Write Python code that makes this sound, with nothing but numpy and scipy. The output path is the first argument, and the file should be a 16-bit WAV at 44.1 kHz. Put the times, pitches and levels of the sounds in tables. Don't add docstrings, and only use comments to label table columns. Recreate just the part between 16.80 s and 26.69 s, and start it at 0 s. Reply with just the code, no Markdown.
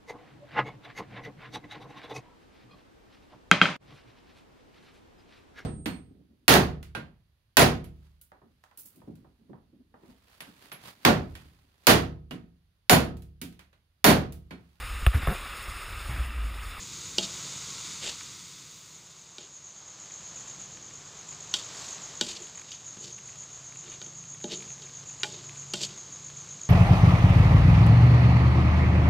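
import sys
import numpy as np
from scipy import signal
from scipy.fft import rfft, irfft, next_fast_len
from scipy.io import wavfile
from scipy.ndimage import uniform_filter1d, map_coordinates

SR = 44100
rng = np.random.default_rng(int(sys.argv[2]) if len(sys.argv) > 2 else 0)


def inscribe(sig):
    pcm = np.round(np.clip(np.atleast_2d(sig).T, -1, 1) * 32767)
    wavfile.write(sys.argv[1], SR, pcm.astype(np.int16))


N = 436149
TIME = np.arange(N) / SR


def amp(db):
    return 10 ** (np.asarray(db) / 20)


def unit(x):
    return x / np.sqrt(np.mean(x ** 2) + 1e-20)


def curves(rows, outside=-150):
    s, *cols = np.transpose(rows)
    return np.array([np.interp(TIME, s, c, outside, outside) for c in cols])


def wobble(rate_hz):
    return map_coordinates(rng.standard_normal(int(N * rate_hz / SR) + 4), [TIME * rate_hz])


def filtered(x, response):
    m = next_fast_len(N + SR // 2)
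    return irfft(rfft(x, m) * response(np.fft.rfftfreq(m, 1 / SR)), m)[..., :N]


def coloured(x, points):
    f, db = np.transpose(points)
    return unit(filtered(x, lambda hz: amp(np.interp(np.log(hz + 1), np.log(f + 1), db))))


def grainy(per_s, spread_db, smooth):
    hits = rng.random(N) < per_s / SR
    clicks = hits * rng.uniform(-0.79, 1, N) * amp(spread_db * rng.random(N) ** 2)
    return unit(clicks) + smooth * rng.standard_normal(N)


def ringing(modes, damping):
    def response(f):
        total = 0
        for k, (mode_hz, db, t60_s) in enumerate(modes):
            width_hz = damping * np.log(1000) / (np.pi * t60_s)
            resonance = 1j * f * np.sqrt(width_hz) / (mode_hz ** 2 - f * f + 1j * f * width_hz)
            total = total + (-1) ** k * amp(db) * resonance
        return total
    return response


# (frequency [Hz], relative level [dB], t60 before damping [s])
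WOK_MODES = [(192.7, -4.5, 0.54), (242, -14, 0.59), (333.8, -26.5, 1), (355.4, 1.5, 0.11), (456, -4, 0.089),
             (593.5, -12, 0.55), (663, -19.5, 1), (842, -4.5, 0.33), (1012, -15, 0.086), (1474, -8.5, 0.1),
             (1834, -1, 0.025), (2370, -9, 0.098), (2812, 3.5, 0.07), (2820, 2, 0.11), (2993, 7, 0.084),
             (3180, 4, 0.2), (3365, 0.5, 0.2), (3790, 7.5, 0.11), (3690, 14, 0.029), (4050, -9.5, 0.11),
             (4360, 11.5, 0.019), (4440, -2, 0.21), (4744, 12, 0.035), (5540, -8, 0.18), (5460, 7, 0.044),
             (5945, 15.5, 0.024), (7420, 6, 0.081)]
# (time [s], sizzle level [dB], fine spray level before trim [dB])
SAUCE_LEVELS = [(0.0, -43.5, -54.5), (1.08, -39.5, -56), (2.07, -52, -60.5), (3.0, -63.5, -83)]
# (frequency [Hz], relative density [dB per Hz])
SIZZLE_SPECTRUM = [(180, -27), (300, -6.5), (609, -62), (725, -79), (887, -8), (1290, -4), (1780, -13),
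                   (1990, -5.5), (3120, -6.5), (3660, 1), (4050, -2.5), (4820, -1.5), (5560, -3.5),
                   (6810, 4.5), (9500, -17.5), (12400, -35.5), (20900, -120)]
# (frequency [Hz], relative density [dB per Hz])
SPRAY_SPECTRUM = [(4710, -48), (8000, -24), (8820, -17), (11400, -19.5), (14900, -13), (15600, -7)]


def sauce():
    sizzle_db, spray_db = curves(SAUCE_LEVELS)
    bursts = amp(0.5 * wobble(12)) * grainy(per_s=1200.0, spread_db=8.0, smooth=1.8)
    high_modes = [m for m in WOK_MODES if m[0] > 2500]
    shell = unit(filtered(bursts, ringing(high_modes, damping=2.0)))
    sizzle = amp(sizzle_db) * (coloured(bursts, SIZZLE_SPECTRUM) + 0.055 * shell)
    spray = amp(spray_db - 0.5) * coloured(bursts, SPRAY_SPECTRUM)
    return sizzle + spray


# (time [s], rumble level [dB], broad rush level before boost [dB])
BACKGROUND_LEVELS = [(0, -52, -63), (.58, -52, -53.5), (1.1, -54.5, -59), (1.68, -58, -64.5),
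                     (2.6, -64.5, -62), (2.92, -63, -60), (3.58, -57, -55), (4.46, -57.5, -56),
                     (5.0, -55.5, -49.5), (5.92, -59, -59), (6.7, -60, -59), (7.1, -58.5, -57.5),
                     (7.5, -58.5, -60), (7.85, -58, -57.5), (9.0, -57, -57), (9.89, -57.5, -56.5)]
# (frequency [Hz], relative density [dB per Hz])
RUMBLE_SPECTRUM = [(12, -51), (20, -32), (40, -11), (97, 0.5), (145, 4.5), (198, -0.5), (222, -7),
                   (323, -7), (400, -9), (520, -11), (880, -120)]
# (frequency [Hz], relative density [dB per Hz])
RUSH_SPECTRUM = [(120, -34), (200, -18.5), (263, -11), (642, -7.5), (771, -8.5), (1110, -6), (1720, -11),
                 (2660, -11.5), (3830, -8.5), (5500, -9.5), (7400, -3.5), (8550, -26), (11900, -38),
                 (15600, -33.5)]


def background():
    rumble_db, rush_db = curves(BACKGROUND_LEVELS)
    rumble_noise = coloured(rng.standard_normal(N), RUMBLE_SPECTRUM)
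    rumble = amp(rumble_db + 0.25 * wobble(2.68)) * rumble_noise
    ticking_noise = grainy(per_s=70.0, spread_db=6.0, smooth=4.0)
    rush = amp(rush_db + 6 + 0.8 * wobble(6)) * coloured(ticking_noise, RUSH_SPECTRUM)
    return rumble + rush


def wing_stroke(tune):
    t = np.arange(SR // 80) / SR
    phase = 2 * np.pi * np.cumsum(6780 * tune + 1000 * (0.5 - t / 0.00878)) / SR
    swell = np.sin(np.pi * np.clip(t / 0.01, 0, 1)) ** 1.2
    return swell * (np.sin(phase) + amp(-44) * np.sin(2 * phase))


# (time [s], chirp number, level before spread and offsets [dB], nearest singer above the others [dB])
CRICKET_GROUPS = [
    [(0.029, 0, -41, 9), (1.02, 8, -39, -4), (1.53, 12, -48, 0), (2.04, 16, -48, 0), (2.51, 20, -43, -10),
     (3.1, 25, -40.5, 3.5), (3.58, 29, -36, 5), (3.937, 32, -37.5, 3), (4.157, 34, -41, 5.5),
     (4.627, 38, -40, 12), (4.857, 40, -62, -5)],
    [(4.715, 0, -44.5, 16), (5.24, 4, -37.5, 7), (5.777, 8, -40.5, 10), (6.08, 10, -32, -1.5),
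     (6.478, 13, -37.5, 7.5), (6.865, 16, -34, -3), (7.246, 19, -38, 9), (7.767, 23, -34, -9),
     (8.048, 25, -37.5, 3.5), (8.543, 29, -37.5, 9), (9.047, 33, -36, 2), (9.34, 35, -33.5, -12),
     (9.466, 36, -40, 10), (9.835, 39, -36, 6.5)],
]
CHIRP_SPREAD_DB = 1.5


def chirps():
    rows = []
    for group in CRICKET_GROUPS:
        s, number, db, lead_db = np.transpose(group)
        number = np.round(number)
        for k in range(int(number[-1]) + 1):
            rows.append([np.interp(k, number, column) for column in (s, db, lead_db)])
    rows = np.array(rows)
    rows[:, 1] += CHIRP_SPREAD_DB * rng.standard_normal(len(rows))
    return rows


# (frequency [Hz], relative density [dB per Hz])
CHORUS_SPECTRUM = [(3060, -44), (5200, -45), (5870, -29), (6310, 12.5), (6670, 13.5), (7040, 5.5),
                   (8230, -49), (9500, -22), (12400, -57), (20900, -120)]
WING_GAP_S, SINGER_LAG_S = 0.0195, 0.007
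CHIRP_SAG = 0.0088
CHOIR_HUM_DB = -8


def crickets(count=3):
    near, rows = np.zeros(N + SR), chirps()
    for s, db, lead_db in rows:
        for singer in range(count):
            shift, tune, loud = rng.standard_normal(3)
            if singer == 0:
                bend_db, first_db, lift_db, jitter_db, detune, lag_s = 1.2, 9.0, lead_db, 0.8, 0.012, 0
            else:
                bend_db, first_db, lift_db, jitter_db, detune = 0.8, 5.0, 0, 1.4, 0.0246
                lag_s = SINGER_LAG_S * abs(shift) * singer
            for k in range(-2, 4):
                fall_db = -bend_db * (k + 0.5) ** 2 - first_db * (k < -1)
                start_s = s - 0.0045 + WING_GAP_S * k + lag_s
                level_db = db - 6.0 + lift_db + 0.96 * loud + fall_db
                level_db += jitter_db * rng.standard_normal()
                stroke = amp(level_db) * wing_stroke(1 + detune * tune - CHIRP_SAG * k)
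                near[max(round(start_s * SR), 0):][:len(stroke)] += stroke
    coarse_s, swell = TIME[::50], 0
    for s, db, _ in rows:
        width_s = np.where(coarse_s < s, 0.018, 0.045)
        swell = swell + amp(db) * np.exp(-((coarse_s - s) / width_s) ** 2)
    swell = np.interp(TIME, coarse_s, swell)
    blur_gain = amp(-15) * swell + amp(CHOIR_HUM_DB) * uniform_filter1d(swell, SR // 2)
    blur = coloured(rng.standard_normal(N), CHORUS_SPECTRUM) * blur_gain
    tail = rng.standard_normal(SR // 8) * amp(-60 * np.arange(SR // 8) / SR / 0.076)
    echoes = signal.fftconvolve(near, tail / np.linalg.norm(tail))[:N]
    return near[:N] + 0.3 * echoes + blur


# (time [s], reference level [dB], bowl thud level before offsets [dB],
# favoured low pitch [Hz], favoured high pitch [Hz], hollowness before offset [dB])
CONTACTS = [(0.3831, -11.5, -29, 360, 3100, -28), (0.4273, -29, -41.5, 210, 4950, -28),
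            (1.409, -42, -71, 848, 4170, -4.5), (2.583, -33.5, -47, 363, 4200, -19),
            (4.7397, -11, -41.5, 470, 3060, -23), (5.4113, -12.5, -30.5, 355, 4640, -21),
            (5.4237, -29, -39.5, 190, 3730, -38), (5.9179, -29.5, -70, 172, 3080, -28),
            (6.17, -47, -43, 188, 3690, -15), (7.216, -34, -48.5, 380, 3990, -15),
            (7.263, -42, -61, 438, 3010, -15), (7.642, -32, -31.5, 357, 3410, -18),
            (7.7191, -27.5, -44, 369, 3010, -39), (8.021, -39, -62, 361, 4262, -24),
            (8.433, -16, -38.5, 356, 3280, -15), (8.443, -36.5, -38.5, 600, 3030, 0),
            (8.9365, -18, -34, 373, 4970, -23), (8.9396, -22, -47, 197, 3590, -14.5),
            (9.0339, -21.5, -48, 175, 3870, -41)]
EDGE_DB = -21.5


def knocks():
    out, t = np.zeros(N + SR), np.arange(SR // 2) / SR
    hz, mode_db, t60_s = np.transpose(WOK_MODES)[:, :, None]
    crack_band = signal.butter(2, [3400, 7800], "band", fs=SR)
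    edge_band = signal.butter(2, 8000, "high", fs=SR)
    for s, db, thud_db, low_hz, high_hz, hollow_db in CONTACTS:
        chance = rng.standard_normal((len(WOK_MODES), 3))
        low = thud_db + 5.5 - 7 * np.log2(hz / low_hz) ** 2
        high = db - 17.5 - 3.3 * np.log2(hz / high_hz) ** 2
        middle = db + hollow_db + 11
        strength_db = np.select([hz < 1000, hz < 2500], [low, middle], high)
        strength_db = strength_db + mode_db + 1.6 * chance[:, :1]
        fade = amp(-60 * t / (0.25 * t60_s)) + 0.17 * amp(-60 * t / t60_s)
        onset = 1 - np.exp(-1.5 * hz * t)
        detuned_hz = hz * (1 + 0.0066 * chance[:, 1:2])
        swing = np.sign(chance[:, 2:]) * np.sin(2 * np.pi * detuned_hz * t)
        ring = np.sum(amp(strength_db) * fade * onset * swing, axis=0)
        noise = rng.standard_normal(len(t)) * (1 - np.exp(-t / 0.0011))
        crack_fade = amp(-60 * t / 0.0035) + 0.23 * amp(-60 * t / 0.029)
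        crack = amp(db + 6.5) * crack_fade * signal.lfilter(*crack_band, noise)
        edge = amp(db + EDGE_DB - 60 * t / 0.029) * signal.lfilter(*edge_band, noise)
        out[round(s * SR):][:len(t)] += ring + crack + edge
    return out[:N]


SCRAPE_BANDS_HZ, FOCUS_DB = [2140, 3200, 4700, 7100], 13.5


def focus(hz):
    return -FOCUS_DB * np.log2(np.array(SCRAPE_BANDS_HZ) / hz) ** 2


# (time of hardest push [s], rise [s], fall [s], scrape level before focus [dB],
# load on the bowl [dB], thin hiss level [dB], favoured pitch [Hz])
LADLE_STROKES = [(.438, 0.015, 0.021, -31, -63, -50, 4800), (1.24, .018, 0.026, -35, -73, -44, 2720),
                 (1.275, 0.054, .06, -33, -53.5, -42, 3540), (2.62, .02, 0.058, -51, -61, -80, 3600),
                 (5.04, 0.12, 0.12, -44, -69, -48, 4800), (5.491, 0.034, 0.08, -39, -61, -49, 3920),
                 (5.57, 0.025, 0.013, -43, -59, -64, 4400), (5.63, 0.062, 0.047, -55, -54, -57, 3500),
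                 (5.89, 0.023, 0.092, -50, -72, -82, 3700), (6.245, 0.043, 0.11, -46, -54.5, -56, 4500),
                 (7.11, .1, .08, -49.5, -56.5, -69, 2980), (7.25, .03, 0.051, -74, -61, -82, 3500),
                 (7.73, 0.043, 0.03, -35.5, -43.5, -57, 3850), (7.82, 0.092, 0.076, -57, -54.5, -80, 3500),
                 (8.03, .03, 0.034, -57, -56, -80, 3700), (8.55, 0.054, 0.16, -50.5, -55, -80, 3800),
                 (9.035, 0.036, 0.033, -29.5, -46, -42, 4530), (9.12, .04, 0.095, -52, -57, -78, 4000)]
PUSH_DROP_DB, PUSH_BEND = 16, 2
SKID_DB, SKID_HISS_DB, SKID_LOAD_DB, SKID_HZ = -17.5, -26, -13.5, 4200
SKID_FADE_DB_PER_S, SKID_LOAD_FADE_DB_PER_S = 224, 195


def pressure():
    gain = np.zeros((2 + len(SCRAPE_BANDS_HZ), N))
    for s, rise_s, fall_s, scrape_db, load_db, hiss_db, hz in LADLE_STROKES:
        away = np.abs(TIME - s) / np.where(TIME < s, rise_s, fall_s)
        peak_db = np.r_[load_db, hiss_db, scrape_db + focus(hz)]
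        gain += amp(peak_db)[:, None] * amp(-PUSH_DROP_DB * away ** PUSH_BEND)
    for s, db, thud_db, *_ in CONTACTS:
        start, t = round(s * SR), TIME[:SR // 2]
        bright_db = np.r_[SKID_HISS_DB, SKID_DB + focus(SKID_HZ)][:, None] + db - SKID_FADE_DB_PER_S * t
        skid_load_db = thud_db + SKID_LOAD_DB - SKID_LOAD_FADE_DB_PER_S * t
        skid_db = np.vstack([skid_load_db, bright_db])
        gain[:, start:start + len(t)] += amp(skid_db) * (1 - np.exp(-t / 0.015))
    return gain


# (frequency [Hz], relative density [dB per Hz])
RASP_SPECTRUM = [(700, -3), (1200, -10), (2200, -1), (2900, -0.5), (4000, -1.5), (5300, -5), (7400, -1.5),
                 (8500, -27), (11000, -51), (18000, -120)]
# (frequency [Hz], relative density [dB per Hz])
SHEEN_SPECTRUM = [(4410, -23.5), (7500, -2), (7800, -9), (9270, -20.5), (12200, -30), (15600, -33)]


def strokes():
    load, hiss, *bands = pressure()
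    judder = amp(2.4 * wobble(130))
    stutter = judder * grainy(per_s=1200.0, spread_db=8.5, smooth=1.0)
    high_modes = [m for m in WOK_MODES if m[0] > 2500]
    low_modes = [m for m in WOK_MODES if m[0] < 700]
    shell = unit(filtered(stutter, ringing(high_modes, damping=0.9)))
    rasp = unit(coloured(stutter, RASP_SPECTRUM) + 0.47 * shell)
    push_noise = amp(0.56 * wobble(25)) * rng.standard_normal(N)
    bowl = unit(filtered(push_noise, ringing(low_modes, damping=1.52)))
    centres, picks = np.log(SCRAPE_BANDS_HZ), np.eye(len(bands))

    def split(hz):
        return np.array([np.interp(np.log(hz + 1), centres, pick) for pick in picks])

    scrape = np.sum(bands * filtered(rasp, split), axis=0)
    sheen = coloured(1.2 * unit(stutter) + rng.standard_normal(N), SHEEN_SPECTRUM)
    return scrape + hiss * sheen + load * bowl


# (time [s], level before crest allowance [dB])
CLEAR_POPS = [(4.9482, -28), (5.62, -41), (5.6697, -31.5), (5.7533, -37), (5.8436, -39), (7.8231, -32.5),
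              (7.8794, -40), (7.9794, -37), (8.095, -38), (8.1663, -48), (8.8293, -43)]
# (frequency [Hz], relative density [dB per Hz])
POP_SPECTRUM = [(150, -30), (600, -9), (2500, 10.5), (6000, -9.5), (9000, -5), (15600, -36)]
POPS_PER_S, SMALL_POP_DB, POP_SPREAD_DB = 35, -52, 10
POP_T60_S, POP_CREST_DB = 0.013, 7
SIMMER_S = 3.2


def pops():
    hits = (rng.random(N) < POPS_PER_S / SR) * (TIME > SIMMER_S)
    bursts = hits * amp(SMALL_POP_DB + POP_SPREAD_DB * rng.random(N) ** 2)
    for s, db in CLEAR_POPS:
        bursts[round(s * SR)] = amp(db - POP_CREST_DB)
    t = TIME[:SR // 40]
    puff = amp(-60 * t / POP_T60_S) * (1 - np.exp(-t / 0.00049))
    envelope = signal.fftconvolve(bursts, puff)[:N]
    return envelope * coloured(rng.standard_normal(N), POP_SPECTRUM)


# (time [s], firing rate [Hz], 5th multiple rms level [dB], 6th multiple rms level [dB])
MOTOR_TRACK = [(5.8, 26.21, -68, -82), (6.3, 26.5, -61, -90), (6.85, 27, -61, -68),
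               (7.36, 27.6, -60.5, -61), (7.6, 27.4, -59, -58), (8.2, 27.8, -59, -92),
               (8.42, 27.74, -59, -81), (8.55, 27.83, -53, -67), (9.06, 28.26, -51.5, -76),
               (9.24, 28.47, -68, -75), (9.4, 28.2, -56, -60), (9.7, 28.96, -56, -78),
               (9.89, 28.8, -69, -70)]
FOURTH_DB = -7


def motor():
    rate_hz, fifth_db, sixth_db = curves(MOTOR_TRACK)
    phase = 2 * np.pi * np.cumsum(np.abs(rate_hz)) / SR
    levels_db = [fifth_db + FOURTH_DB, fifth_db, sixth_db]
    return sum(np.sqrt(2) * amp(db) * np.sin(k * phase) for k, db in enumerate(levels_db, start=4))


def scene():
    mono = sauce() + background() + crickets() + knocks() + strokes() + pops() + motor()
    return np.array([mono, mono])


TOP_HZ = 15560


def record(dry):
    return filtered(dry, lambda hz: hz < TOP_HZ)


dry = scene()
out = record(dry)
inscribe(out)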